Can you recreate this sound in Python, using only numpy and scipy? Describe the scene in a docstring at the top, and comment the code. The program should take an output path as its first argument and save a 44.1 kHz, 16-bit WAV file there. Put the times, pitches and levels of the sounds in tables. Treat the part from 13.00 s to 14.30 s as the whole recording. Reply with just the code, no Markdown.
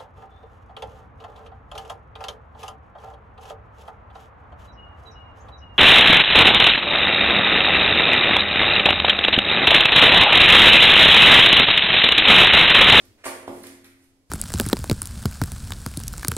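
"""A faint scrape of a sole over a low rumble, near a stereo pair in a small bare concrete shelter.
The shoe knocks down on the gritty floor and rings its hollow heel, a dull thud follows,
then soles scuff, rolling grit and cracking single grains. The walls answer with close echoes,
a dense tail and a few booming room modes, while the boom of earlier steps dies away."""
import sys
import numpy as np
from scipy import signal
from scipy.fft import rfft, irfft, next_fast_len
from scipy.io import wavfile

SR = 44100
rng = np.random.default_rng(int(sys.argv[2]) if len(sys.argv) > 2 else 0)


def to_wav(sig):
    """Store sig (one row per channel, or 1-D mono) as 16-bit WAV at the path in sys.argv[1].

    Samples outside -1..1 are clipped; the rate is SR.
    """
    pcm = np.clip(np.atleast_2d(sig), -1, 1) * 32767
    pcm = np.round(pcm).astype(np.int16)
    wavfile.write(sys.argv[1], SR, pcm.T)  # frames by channels


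N = 57330
TIME = np.arange(N) / SR


def from_db(db):
    """Decibels to gain."""
    return 10 ** (np.asarray(db) / 20)


def rms_one(x):
    """Scale to unit rms."""
    return x / np.sqrt(np.mean(x ** 2) + 1e-20)


def decay(t60, age=TIME):
    """An envelope that falls 60 dB in t60 seconds."""
    return np.exp(-np.log(1000) * age / t60)


def at_hz(points, hz):
    """Read a table on a log-frequency axis."""
    f, value = np.transpose(points)
    return np.interp(np.log(np.maximum(hz, 1)), np.log(f), value)


def colour(x, spectrum, size=8192):
    """Causal (minimum-phase) filter with the given dB curve."""
    hz = np.arange(size // 2 + 1) * SR / size
    cepstrum = irfft(np.log(from_db(at_hz(spectrum, hz))))
    cepstrum[1:size // 2] *= 2
    cepstrum[size // 2 + 1:] = 0
    impulse = irfft(np.exp(rfft(cepstrum)))
    padded = next_fast_len(N + size, real=True)
    return irfft(rfft(x, padded) * rfft(impulse, padded), padded)[..., :N]


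def cut(x, hz, kind):
    """Second-order high- or low-pass."""
    sos = signal.butter(2, np.clip(hz, 10, .45 * SR), kind, fs=SR, output="sos")
    return signal.sosfilt(sos, x + 1e-18)


def delay(x, s):
    """The same sound, s seconds later."""
    return np.interp(TIME - s, TIME, x, left=0, right=0)


def diffuse_noise():
    """White noise at the two microphones, alike in the bass and unrelated in the treble."""
    # likeness of left and right: f/Hz, correlation
    likeness = [(40, 0.69), (120, .94), (330, 0.95), (700, 0.43), (1300, 0.016), (15000, 0.035)]
    mid, side = rfft(rng.standard_normal((2, N)))
    alike = at_hz(likeness, np.arange(len(mid)) * SR / N)
    return irfft(np.sqrt((1 + alike) / 2) * mid + np.sqrt((1 - alike) / 2) * side * [[1], [-1]], N)


def background():
    """Room tone: a steady low rumble with faint hiss, and the fading boom of earlier steps."""
    # spectra of the boom and the rumble: f/Hz, relative level/dB
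    boom_spectrum = [(50, -12), (75, -7), (98, 6), (140, -21), (270, -2.5), (400, -8.5), (700, -22),
                     (2000, -39)]
    rumble_spectrum = [(20, -2), (50, -3.5), (72, -9.5), (98, 1), (135, -13.5), (260, -9), (600, -14.5),
                       (1500, -27), (5000, -26), (11000, -30.5), (15500, -42)]
    boom = from_db(-55) * decay(t60=1.65) * rms_one(colour(diffuse_noise(), boom_spectrum))
    rumble = from_db(-65.5) * rms_one(colour(diffuse_noise(), rumble_spectrum))
    return boom + rumble


def wall_tail():
    """The shelter's reverberation: half-octave bands build up, then die each at its own rate."""
    # starting spectrum of the tail: f/Hz, level/dB
    levels = [(60, -33), (130, -35.5), (200, -28.5), (320, -30.5), (600, -33), (1000, -31), (2500, -28),
              (9000, -26.5)]
    # reverberation time: f/Hz, t60/s
    decay_times = [(100, 1), (300, 1), (700, 0.69), (2000, 0.72), (5000, 0.54), (9000, 0.47), (15000, 0.44)]
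    build_s = .0027
    noise = rfft(diffuse_noise())
    hz = np.arange(noise.shape[1]) * SR / N
    out = 0
    for centre in 45 * 2 ** np.arange(0, 9.1, .5):
        half_octaves = np.clip(2 * np.log2(np.maximum(hz, 1) / centre), -1, 1)
        band = irfft(noise * np.cos(np.pi / 2 * half_octaves) ** 2, N)
        out += band * from_db(at_hz(levels, centre)) * decay(at_hz(decay_times, centre))
    return out * (1 - np.exp(-TIME / build_s))


def standing_waves(x):
    """Blows on the floor set the room's modes ringing, the same at both microphones."""
    # room modes: f/Hz, level/dB, t60/s
    modes = [(87, -47, 0.38), (96.7, -52, 1.57), (192, -62.5, .8), (228.4, -50.5, 1.02), (269, -47, 1.74),
             (272.9, -43.5, 0.57), (354.4, -46.5, 1.073), (361, -87, 0.46), (530, -54.5, .8),
             (572.5, -46.5, 0.41), (647, -55, 0.75), (799, -54, 0.4), (921, -59.5, 0.42),
             (1332, -55.5, 0.38)]
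    build_s = .018
    rings = sum(from_db(db) * np.cos(2 * np.pi * hz * TIME) * decay(t60) for hz, db, t60 in modes)
    return signal.fftconvolve(x, rings * (1 - np.exp(-TIME / build_s)))[:N]


def near_paths(x):
    """The direct sound reaches the right microphone first; echoes follow from alternate sides."""
    # echoes off the close walls: delay/s, level/dB
    echoes = [(.003, -9.5), (.0108, -15), (.0137, -13.5), (.0238, -23)]
    right_lead_s, echo_skew_s = .0001, .00021
    out = np.array([delay(x, right_lead_s), x])
    for k, (s, db) in enumerate(echoes):
        skew = echo_skew_s / 2 * (-1) ** k
        out += from_db(db) * np.array([delay(x, s + skew), delay(x, s - skew)])
    return out


def grains(spectrum, per_s=5000, spread_db=4):
    """Grit underfoot: dense tiny clicks of uneven size, at unit rms."""
    sizes = from_db(spread_db * np.minimum(rng.exponential(1, N), 4))
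    signs = rng.choice([-1, 1], N)
    struck = rng.random(N) < per_s / SR
    return rms_one(colour(sizes * signs * struck, spectrum))


def scuffs():
    """The sole rubs on concrete and rolls grit, swelling and fading with its pressure."""
    # slides: t/s of greatest pressure, rise/s, fall/s, rub level/dB, rub low cut/Hz,
    # grit level/dB, grit high cut/Hz
    slides = [(.002, 0.024, 0.046, -61.5, 614, -54, 6000), (0.191, .012, .04, -62.5, 250, -68, 8100),
              (0.2437, 0.0042, 0.0049, -35.5, 600, -51.5, 13000), (.263, 0.012, .013, -36, 203, -34, 13900),
              (0.481, 0.0044, 0.0038, -43, 880, -50, 14400), (0.589, 0.097, .04, -62.5, 900, -58, 17200),
              (.641, 0.002, 0.0056, -44.5, 910, -51.5, 15900),
              (.675, 0.04, 0.043, -57.5, 1016, -53.5, 10600),
              (0.846, 0.0042, 0.026, -52.5, 1300, -57.5, 16200),
              (1.03, 0.045, 0.038, -71.5, 1206, -70, 15800), (1.295, .015, .03, -85, 900, -72, 10900)]
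    # spectra of the dull rub and the bright grit: f/Hz, relative level/dB
    rub_spectrum = [(120, -24), (250, -10), (500, 5), (850, -3.5), (1400, 0), (2400, -1), (3100, -9.5),
                    (6000, -17.5), (15000, -40)]
    grit_spectrum = [(300, -8.5), (1500, -6), (3500, -5), (5000, -2.5), (6800, -2.5), (8000, -1), (9200, 4),
                     (11000, -2), (13000, -5.5), (15500, -11)]
    rub, grit = grains(rub_spectrum), grains(grit_spectrum)
    out = 0
    for s, rise, fall, rub_db, low_hz, grit_db, top_hz in slides:
        pressure = np.exp(-(np.minimum(TIME - s, 0) / rise) ** 2 - np.maximum(TIME - s, 0) / fall)
        dull = from_db(rub_db) * cut(rub, low_hz, "high")
        bright = from_db(grit_db) * cut(grit, top_hz, "low")
        out += pressure * (dull + bright)
    return out


def cracks(fall_s=.0012):
    """Single grains burst under the sole, each in a very short bright tick."""
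    # bursting grains: t/s, relative level/dB
    bursts = [(0.053, -45), (0.259, -42), (0.269, -35), (0.6343, -32.5), (0.6373, -34), (0.6693, -28),
              (.845, -35.5), (1.042, -46)]
    # spectrum of a tick: f/Hz, relative level/dB
    tick_spectrum = [(1000, -50), (4000, 0.5), (6500, -9), (9000, -7.5), (11500, 5), (13500, -10),
                     (15500, -20)]
    envelope = sum(from_db(db) * (TIME >= s) * np.exp(-np.abs(TIME - s) / fall_s) for s, db in bursts)
    return envelope * rms_one(colour(rng.standard_normal(N), tick_spectrum)) / 2


def thuds():
    """Each blow of the shoe makes one smooth swing of air pressure and rings the heel."""
    # shoe blows: t/s, swing level/dB before its low cut, swing f/Hz, low cut/Hz, ring level/dB
    blows = [(.2583, -27.5, 780, 457, -35.5), (0.2661, -21, 612, 364, -36.5),
             (0.268, -24, 1030, 474, -53.5), (0.4797, -21, 543, 40.5, -48.5)]
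    # modes of the heel's hollow knock: f/Hz, relative level/dB, t60/s
    heel = [(645, -8.5, 0.049), (810, -5, 0.083), (922, -7, 0.1), (1188, -0.5, 0.043), (1370, -19, 0.032),
            (1920, -4, 0.021)]
    out = 0
    for s, swing_db, swing_hz, low_hz, ring_db in blows:
        phase = 2 * np.pi * swing_hz * (TIME - s)
        swing = cut(phase * np.exp((1 - phase ** 2) / 2), low_hz, "high")
        age = np.maximum(TIME - s, 0)
        ring = sum(from_db(db) * np.sin(2 * np.pi * hz * age) * decay(t60, age) for hz, db, t60 in heel)
        out += from_db(swing_db) * swing + from_db(ring_db) * ring
    return out


def scene():
    """The shoes, heard directly and off the shelter's walls, over the room tone."""
    blows, slides, ticks = thuds(), scuffs(), cracks()
    slide_cycle_s, tick_send_db = .02, -7
    # a sliding sole keeps changing its paths to the walls, so it swings between two tails
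    turn = 2 * np.pi * TIME / slide_cycle_s
    feeds = [blows + slides * np.cos(turn), from_db(tick_send_db) * ticks + slides * np.sin(turn)]
    tail = sum(signal.fftconvolve(feed[None], wall_tail(), axes=1)[:, :N] for feed in feeds)
    return near_paths(blows + slides + ticks) + tail + standing_waves(blows) + background()


def record(dry):
    """Each microphone of the pair has its own colour; the top is cut steeply."""
    # balance of the pair: f/Hz, left minus right level/dB
    balance = [(40, 5), (170, -0.7), (350, -0.3), (700, -4), (1400, 0), (2800, -2.5), (5500, -1.5),
               (9500, -2.5), (13500, -7.5)]
    cutoff_hz = 15750
    left = colour(dry[0], [(hz, db / 2) for hz, db in balance])
    right = colour(dry[1], [(hz, -db / 2) for hz, db in balance])
    return signal.sosfilt(signal.ellip(12, .2, 80, cutoff_hz, fs=SR, output="sos"), [left, right])


dry = scene()
out = record(dry)
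to_wav(out)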